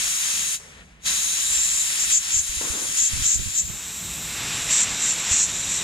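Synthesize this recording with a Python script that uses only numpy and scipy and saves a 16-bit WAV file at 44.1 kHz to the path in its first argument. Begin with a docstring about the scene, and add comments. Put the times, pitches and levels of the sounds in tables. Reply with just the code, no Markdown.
"""A blow gun's jet roars and sizzles over a small hollow metal part; its howl near 7 kHz swells at each crossing.
Jet noise is coloured turbulence; the howl is that turbulence through a moving resonance, the whistle through a still one.
The trigger is let go once, and a dull hiss lingers, its treble fading evenly like room reverberation. Stray air thumps
mostly on the right, a hand scuffs the camera housing, and a low lumpy rumble, a far machine at first, turns wind-like
as a port pair gives way to one sheltered microphone. A gain control ducks whatever is too loud and soon recovers."""
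import sys
import numpy as np
from scipy import signal
from scipy.fft import rfft, irfft, next_fast_len
from scipy.io import wavfile

SR = 44100
rng = np.random.default_rng(int(sys.argv[2]) if len(sys.argv) > 2 else 0)


def generate_wav(signal):
    """Clip the signal to [-1, 1] and save it as 16-bit WAV at the path in sys.argv[1]."""
    frames = np.transpose(np.atleast_2d(signal))
    scaled = np.clip(frames, -1, 1) * 32767
    pcm = np.round(scaled).astype(np.int16)
    wavfile.write(sys.argv[1], SR, pcm)


N = 257103
T = np.arange(N) / SR
SIZE = next_fast_len(N)
HZ = np.maximum(np.arange(SIZE // 2 + 1) * SR / SIZE, 1.)  # spectral bins


def jet():
    """Turbulent mixing noise in bands, plus the howl that the hollow's resonance draws from shed eddies."""
    # open jet between crossings, as hand and camera move: (time [s], roar level [dB], howl level [dB])
    open_jet = [(0, -28, -26.5), (.55, -29, -26.5), (1.07, -27.5, -24.5), (1.4, -29, -25.5),
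                (1.75, -30, -23), (1.95, -30, -28.5), (2.5, -31, -29.5), (2.95, -32.5, -29),
                (3.5, -33.5, -30.5), (3.8, -39, -34), (4.05, -35.5, -32.5), (4.35, -34, -33.5),
                (4.65, -31, -29), (5.3, -32, -27.5), (5.83, -32, -28)]
    # treble relative to the roar: (time [s], sizzle level [dB], topmost air level [dB])
    treble_levels = [(0, -0.5, -12), (2.0, 0, -11), (2.3, -3, -14.5), (3.0, 1, -11.5), (3.5, -4, -11.5),
                     (3.7, -8.5, -7), (4.3, -9, -7.5), (4.45, -9, -16), (4.8, -12, -19), (5.83, -12, -19)]
    treble_follows = 0.6  # share of the roar's swell in dB that sizzle and air take part in
    rim_above_hz = 1400  # the rim lifts only the brighter part of the roar
    _, middle, treble = port_shares()

    # relative spectral density at the ports and the single microphone: (frequency [Hz], density [dB per Hz])
    roar_at_ports = [(150, -26), (500, -27), (1000, -15), (1900, -6.5), (2300, -5.5), (2680, -2),
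                     (2950, -6.5), (3220, -2), (3500, -5.5), (4400, -8.5), (4800, -5), (5150, -7),
                     (5550, -4), (8000, -9), (9000, -33)]
    roar_sheltered = [(150, -6.5), (600, -8), (1500, -3.5), (2100, -1.5), (2650, 1.5), (3100, -3),
                      (3600, 1.5), (4000, -4.5), (4600, -6.5), (5500, -3.5), (8200, -9.5), (9000, -27)]
    roar = hiss(roar_at_ports, roar_sheltered, middle, patchy_db=1.6, rate=2.6)
    whistle = nozzle_whistle(middle)
    # the same for the sizzle: (frequency [Hz], density [dB per Hz])
    sizzle_at_ports = [(8000, 0.5), (8700, -3.5), (9400, 1.5), (10000, -4.5), (10600, -13.5), (11400, -9.5),
                       (12000, -25)]
    sizzle_sheltered = [(8000, 4), (8800, 9), (9700, -3), (10500, 1.5), (11300, 4), (12000, -10)]
    sizzle = hiss(sizzle_at_ports, sizzle_sheltered, middle, patchy_db=0.98, rate=16)
    # the same for the topmost air: (frequency [Hz], density [dB per Hz])
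    air_at_ports = [(11000, -18), (11800, 1), (13000, 0), (14000, -5.5), (15000, -12), (16200, -22)]
    air_sheltered = [(11000, -15), (11800, 7), (12800, -2), (13400, -10), (14000, -45)]
    air = hiss(air_at_ports, air_sheltered, treble, patchy_db=0.0, rate=30)
    howl = hollow_howl(middle)

    sizzle_db, air_db = in_time(treble_levels)
    top = from_db(sizzle_db) * sizzle + from_db(air_db) * air
    broad = roar + whistle
    low = signal.sosfiltfilt(signal.butter(2, rim_above_hz, fs=SR, output="sos"), broad)
    roar_db, howl_db = in_time(open_jet)
    howl_swell_db, roar_swell_db = crossings()
    swelled = low + from_db(roar_swell_db) * (broad - low)
    swelled_top = from_db(treble_follows * roar_swell_db) * top
    blown = from_db(roar_db) * (swelled + swelled_top) + from_db(howl_db + howl_swell_db) * howl
    return trigger() * blown


def hollow_howl(share):
    """Cavity resonance: eddies shed in quick bunches at the rim excite a moving pole pair; others stay broad."""
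    # (time [s], resonance centre [Hz])
    centres = [(0, 6640), (1.32, 6550), (1.54, 7380), (2.65, 6730), (3.7, 7250), (3.88, 7630), (5.2, 7330),
               (5.38, 7000), (5.83, 7500)]
    # what each microphone set passes, ports then single: (frequency [Hz], density [dB per Hz])
    howl_at_ports = [(4000, -18), (5300, -10.5), (6200, 3), (7600, 6.5), (8500, -10), (10500, -43)]
    howl_sheltered = [(4000, 0), (5000, -10.5), (5700, 9.5), (6500, 5), (7300, 10.5), (8300, 5.5),
                      (8800, -21), (10500, -55)]
    width_hz, skirt_db = 1420, -4.5  # width of each resonant stage; level of the broad part
    eddies = hiss(howl_at_ports, howl_sheltered, share, patchy_db=0.35, rate=100)
    outside = np.roll(eddies, SR // 10, axis=1)  # shifted 0.1 s to stand for eddies that miss the hollow
    return rms_one(resonate(eddies, in_time(centres)[0], width_hz) + from_db(skirt_db) * outside)


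def nozzle_whistle(share):
    """Narrow-band noise: white turbulence through a fixed resonance gives a breathy, wavering whistle."""
    # (time [s], level relative to the roar [dB])
    whistle_levels = [(0, -11), (.6, -10), (1.02, -6), (1.65, -7.5), (2.2, -11), (3.4, -11.5), (3.7, -10)]
    centre_hz, width_hz = 3870, 480  # width of each resonant stage
    pair, single = [irfft(white, SIZE)[..., :N] for white in white_pair()]
    turbulence = np.sqrt(1 - share) * pair + np.sqrt(share) * single
    tone = resonate(turbulence, np.full(N, centre_hz), width_hz) * from_db(1.5 * drift(19))
    return from_db(in_time(whistle_levels)[0]) * tone


def crossings():
    """Edge and cavity excitation in dB: it builds as the jet enters, holds, and drops as it leaves."""
    # (enters [s], stays, at least the build-up time [s], howl swell [dB], roar swell [dB])
    passes = [(1.5, 0.16, 3.5, 0.3), (1.76, 0.032, 4, .4), (1.965, 0.071, 8, 0.2), (2.087, 0.091, 17, 6.5),
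              (2.298, 0.099, 12, 1.5), (2.951, 0.12, 13, 4), (3.214, 0.14, 14, 4.5), (3.535, 0.07, 14, 4),
              (4.681, 0.15, 13, 5), (4.98, 0.13, 7, 2), (5.28, 0.16, 12.5, 3), (5.665, .11, 4.5, 2)]
    enter_s, leave_s, roar_leads_s = 0.053, .03, 0.019  # the rim is met before the hollow
    howl_db, roar_db = 0, 0
    for s, stays, howl_swell, roar_swell in passes:
        leaves = s + max(stays, enter_s)
        corners = np.array([s, s + enter_s, leaves, leaves + leave_s])
        howl_db = howl_db + howl_swell * np.interp(T, corners, [0, 1, 1, 0])
        roar_db = roar_db + roar_swell * np.interp(T + roar_leads_s, corners, [0, 1, 1, 0])
    return howl_db, roar_db


def trigger():
    """Valve throttling: the gain falls exponentially after release and climbs back to full when pressed."""
    let_go_s, pressed_s = 0.5486, 1.064  # starts to close; fully open again
    close_db_per_s, open_db_per_s = 469, 752
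    closing_db = close_db_per_s * (let_go_s - T)
    opening_db = open_db_per_s * (T - pressed_s)
    return from_db(np.minimum(np.maximum(closing_db, opening_db), 0))


def lingering_hiss():
    """Exponential decay: after release a dull hiss drops once in its body; its treble fades like reverberation."""
    # relative spectral density of body and treble: (frequency [Hz], density [dB per Hz])
    body_colour = [(400, 3.5), (700, -4.5), (1200, -2), (1800, 2), (2300, 1), (4000, -5.5), (5200, -22)]
    treble_colour = [(4500, -10), (6400, 0), (7600, -2), (8800, -4), (10500, -10), (13000, -21),
                     (14500, -40)]
    from_s, until_s = .6, 1.064  # until the trigger is fully down again
    level_db, drops_s, drop_db, drop_takes_s = -47.5, 0.823, 8, .03
    treble_level_db, treble_db_per_s = -44.5, 56
    pair = white_pair()[0]
    body_db = level_db - drop_db * np.clip((T - drops_s) / drop_takes_s, 0, 1)
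    treble_db = treble_level_db - treble_db_per_s * np.maximum(T - from_s, 0)
    body = from_db(body_db) * coloured(pair, body_colour)
    treble = from_db(treble_db) * coloured(pair, treble_colour)
    return sounding(from_s, until_s) * (body + treble)


def gusts():
    """Wind pressure on a microphone: low noise independent at each port, and damped swings that suck first."""
    # lumpy wash: (full from [s], holds [s], level before the left and right offsets [dB])
    washes = [(2.33, 1.24, -53.5), (3.12, 0.11, -36), (3.35, 0.061, -29.5), (3.63, 0.1, -47)]
    # relative spectral density of the wash: (frequency [Hz], density [dB per Hz])
    wash_colour = [(9, -31), (15, -1.5), (94, 1), (189, -6), (400, -23), (700, -33), (1100, -53),
                   (1980, -100)]
    # amplitude is before damping: (start [s], left amplitude [dB], right amplitude [dB], swing rate [Hz])
    buffets = [(2.364, -60, -21, 71), (2.394, -60, -23.5, 71), (2.492, -25.5, -34, 44.3),
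               (2.569, -50, -23, 68), (2.7, -60, -19.5, 64.5), (3.133, -50, -14.5, 74),
               (3.194, -21, -40, 40.4), (3.219, -50, -17, 69.6), (3.357, -60, -15.5, 61),
               (3.393, -60, -19, 60), (3.42, -45, -23, 61.4), (3.459, -51, -20.5, 81),
               (3.648, -52, -23, 91.5), (3.689, -41, -30, 80), (5.312, -19.5, -21.5, 75.6)]
    left_db, right_db = -7, 5.5  # offsets of the wash
    damping_cycles = 0.91  # cycles over which a buffet dies to 1/e
    own = coloured(rfft(rng.standard_normal((2, SIZE))), wash_colour)
    own = own * from_db([3.0 * drift(31), 6.4 * drift(21.6)])
    out = from_db([[left_db], [right_db]]) * bursts(washes, 0.03, 148) * rms_one(own)
    for s, buffet_left_db, buffet_right_db, hz in buffets:
        cycles = np.arange(SR // 10) / SR * hz
        onset = np.minimum(7.2 * cycles, 1)
        swing = -np.sin(2 * np.pi * cycles) * np.exp(-cycles / damping_cycles) * onset
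        start = round(s * SR)
        out[:, start:start + len(swing)] += np.outer(from_db([buffet_left_db, buffet_right_db]), swing)
    both = out.mean(axis=0)  # all that is left once the change-over is complete
    return both + np.sqrt(1 - port_shares()[2]) * (out - both)


def handling():
    """Friction noise and modal ringing: a hand shifts on the camera housing, scuffing and knocking it."""
    # (full from [s], holds [s], level [dB])
    scuffs = [(2.612, .05, -36.5), (2.735, 0.06, -39)]
    # relative spectral density of the scuffs: (frequency [Hz], density [dB per Hz])
    scuff_colour = [(120, -25), (180, -4), (280, 2), (450, 0.5), (700, -6.5), (1200, -2), (1800, -8),
                    (2600, -19)]
    # (time [s], strength [dB], to which each mode's level is added)
    knocks = [(2.612, -28), (2.652, -27.5), (2.773, -40)]
    # housing modes: (frequency [Hz], relative level [dB], time to fall 60 dB [s])
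    modes = [(367, -6, 0.071), (430, -4, 0.027), (990, -6, 0.016), (1600, -8, 0.033)]
    scuff = coloured(white_pair()[0], scuff_colour) * from_db(1.2 * drift(70))
    out = bursts(scuffs, 0.01, 85) * scuff
    for hz, level_db, t60 in modes:
        clicks = np.full(N, 1e-18)  # tiny floor keeps the filter out of denormal numbers
        for s, knock_db in knocks:
            clicks[round(s * SR)] = from_db(knock_db + level_db)
        r, w = from_db(-60 / (t60 * SR)), 2 * np.pi * hz / SR
        out = out + signal.lfilter([0, np.sin(w)], [1, -2 * r * np.cos(w), r * r], clicks)
    return out


def rumble():
    """Low-frequency coherence: a low lumpy rumble, a far machine at first, wind-like at the single microphone."""
    # (time [s], level [dB])
    rumble_levels = [(0, -48.5), (.76, -51.5), (1.14, -49), (2.2, -52.5), (3.44, -50.5), (4.2, -41.5),
                     (5.83, -43.5)]
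    # relative density at the ports, then at the single microphone: (frequency [Hz], density [dB per Hz])
    rumble_at_ports = [(20, -30), (35, -9), (57, 3), (80, -2), (105, -38), (160, -2.5), (200, -9.5),
                       (300, -17), (450, -22), (800, -20)]
    rumble_sheltered = [(12, -39), (20, -10), (44, -1), (177, 1.5), (240, -5), (406, -13), (447, -17),
                        (900, -15.5), (1170, -13), (1980, -120)]
    lumpy = hiss(rumble_at_ports, rumble_sheltered, port_shares()[0], patchy_db=2.5, rate=4.5)
    return from_db(in_time(rumble_levels)[0]) * lumpy


def port_shares():
    """Power-complementary crossfade: the single microphone's share of power in bass, middle and treble."""
    # one row per band: (port pair's level beforehand [dB], fade starts [s], fade rate [dB per s])
    changeover = [(-1, 3.67, 11), (-0.15, 3.664, 99), (-.1, 4.36, 300)]
    shares = []
    for before_db, s, db_per_s in changeover:
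        ports_db = min(before_db, 0) - db_per_s * np.maximum(T - s, 0)
        shares.append(1 - from_db(ports_db) ** 2)
    return shares


def white_pair():
    """Partial coherence: white spectra at two ports share a phase-shifted common part; the single one is its own."""
    # (frequency [Hz], phase by which left leads [rad])
    port_phase = [(20, 0), (700, .6), (1720, 1.6), (2150, 2.9), (2900, 4.4), (3600, 5.5), (4100, 6.3),
                  (5000, 7.1), (5900, 9.2), (6500, 11.8), (7200, 12.7), (7900, 14.2), (13000, 17.3),
                  (15000, 21)]
    # (frequency [Hz], share of power common to both [0-1])
    port_common = [(60, 0.97), (300, 0.78), (1000, 0.25), (3000, 0.51), (5000, 0.68), (7000, 0.5),
                   (8500, 0.27), (14000, 0.084)]
    # (frequency [Hz], left minus right level [dB])
    port_balance = [(60, -2), (700, 1), (1300, 0.5), (2000, 5), (3300, -0.5), (5500, 5.5), (9000, -0.5),
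                    (12000, -2.5), (15000, 2)]
    common, left, right, single = rfft(rng.standard_normal((4, SIZE)))
    alike = np.clip(at_hz(port_common), 0, 1)
    turn = np.exp(.5j * at_hz(port_phase))
    side = from_db(at_hz(port_balance) / 2)
    shared, apart = np.sqrt(alike) * common, np.sqrt(1 - alike)
    pair = np.array([(shared * turn + apart * left) * side,
                     (shared / turn + apart * right) / side])
    return pair, single


def hiss(at_ports, sheltered, share, patchy_db, rate):
    """Turbulent noise: incoherent powers of both microphone sets add, and the strength wavers."""
    pair, single = white_pair()
    heard = np.sqrt(1 - share) * coloured(pair, at_ports) + np.sqrt(share) * coloured(single, sheltered)
    return heard * from_db(patchy_db * drift(rate))


def coloured(spectrum, colour):
    """Spectral shaping: noise of a given density at rms 1, with nothing outside the ends of the table."""
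    inside = (HZ > colour[0][0]) & (HZ < colour[-1][0])
    return rms_one(irfft(spectrum * from_db(at_hz(colour)) * inside, SIZE)[..., :N])


def resonate(x, centre_hz, width_hz):
    """Resonance: two equal pole pairs in cascade, their centre moving in short blocks; rms 1."""
    out, state = np.empty_like(x), np.zeros((2, 2, 2))
    r = np.exp(-np.pi * width_hz / SR)
    for i in range(0, N, 512):
        w = 2 * np.pi * centre_hz[i] / SR
        stage = [1 - r * r, 0, r * r - 1, 1, -2 * r * np.cos(w), r * r]
        out[:, i:i + 512], state = signal.sosfilt([stage, stage], x[:, i:i + 512], zi=state)
    return rms_one(out)


def drift(rate):
    """Slow random modulation: noise through two one-pole low-passes with corners at rate in Hz, spread 1."""
    r = np.exp(-40 * np.pi * rate / SR)  # computed at a twentieth of the sample rate
    noise = rng.standard_normal(N // 20 + 2002)
    slow = signal.lfilter([1], [1, -2 * r, r * r], noise)[2000:]
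    return np.interp(np.arange(N) / 20, np.arange(len(slow)), rms_one(slow))


def bursts(rows, rise_s, dies_db_per_s):
    """Power summation: gain of overlapping bursts that rise ahead of their time, hold and die exponentially."""
    each = []
    for s, holds, db in rows:
        rise = np.clip((T - s) / rise_s + 1, 0, 1)
        each.append(rise * from_db(db - dies_db_per_s * np.maximum(T - s - holds, 0)))
    return np.sqrt(np.sum(np.square(each), axis=0))


def sounding(first, last):
    """Linear gating: 1 between two moments, with 15 ms fades outside."""
    return np.interp(T, [first - .015, first, last, last + .015], [0, 1, 1, 0])


def in_time(rows):
    """Linear interpolation: every column of a curve at every sample."""
    s, *columns = np.transpose(rows)
    return [np.interp(T, s, c) for c in columns]


def at_hz(points):
    """Interpolation on a logarithmic frequency axis: a table read at every spectral bin."""
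    hz, value = np.transpose(points)
    return np.interp(np.log(HZ), np.log(np.maximum(hz, 1)), value)


def from_db(db):
    """Logarithmic level: decibels to amplitude gain."""
    return 10 ** (np.asarray(db) / 20)


def rms_one(x):
    """Power normalisation: scale to rms 1."""
    return x / np.sqrt(np.mean(x ** 2) + 1e-20)


def gain_control(x):
    """Compression: ducks by a share of the excess over a threshold and recovers within a fraction of a second."""
    above_db, excess_share = -19.5, 0.6
    listens_s, recovers_s = 0.012, 0.06  # time constants
    r = np.exp(-1 / (listens_s * SR))
    power = signal.lfilter([1 - r], [1, -r], np.mean(x ** 2, axis=0))
    level_db = 10 * np.log10(power + 1e-12)
    over_db = np.clip(excess_share, 0, 1) * np.maximum(level_db - above_db, 1e-3)
    # peak hold with exponential decay, as a running maximum on a tilted logarithmic scale
    held_db = np.exp(np.maximum.accumulate(np.log(over_db) + T / recovers_s) - T / recovers_s)
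    return x * from_db(-held_db)


def scene():
    """Linear superposition: all sources add at the microphones."""
    return jet() + lingering_hiss() + rumble() + gusts() + handling()


def record(dry):
    """Band limitation: gain control, then a steep elliptic low-pass at 15.7 kHz."""
    low_pass = signal.ellip(12, .5, 80, 15700, fs=SR, output="sos")
    return signal.sosfilt(low_pass, gain_control(dry))


dry = scene()
out = record(dry)
generate_wav(out)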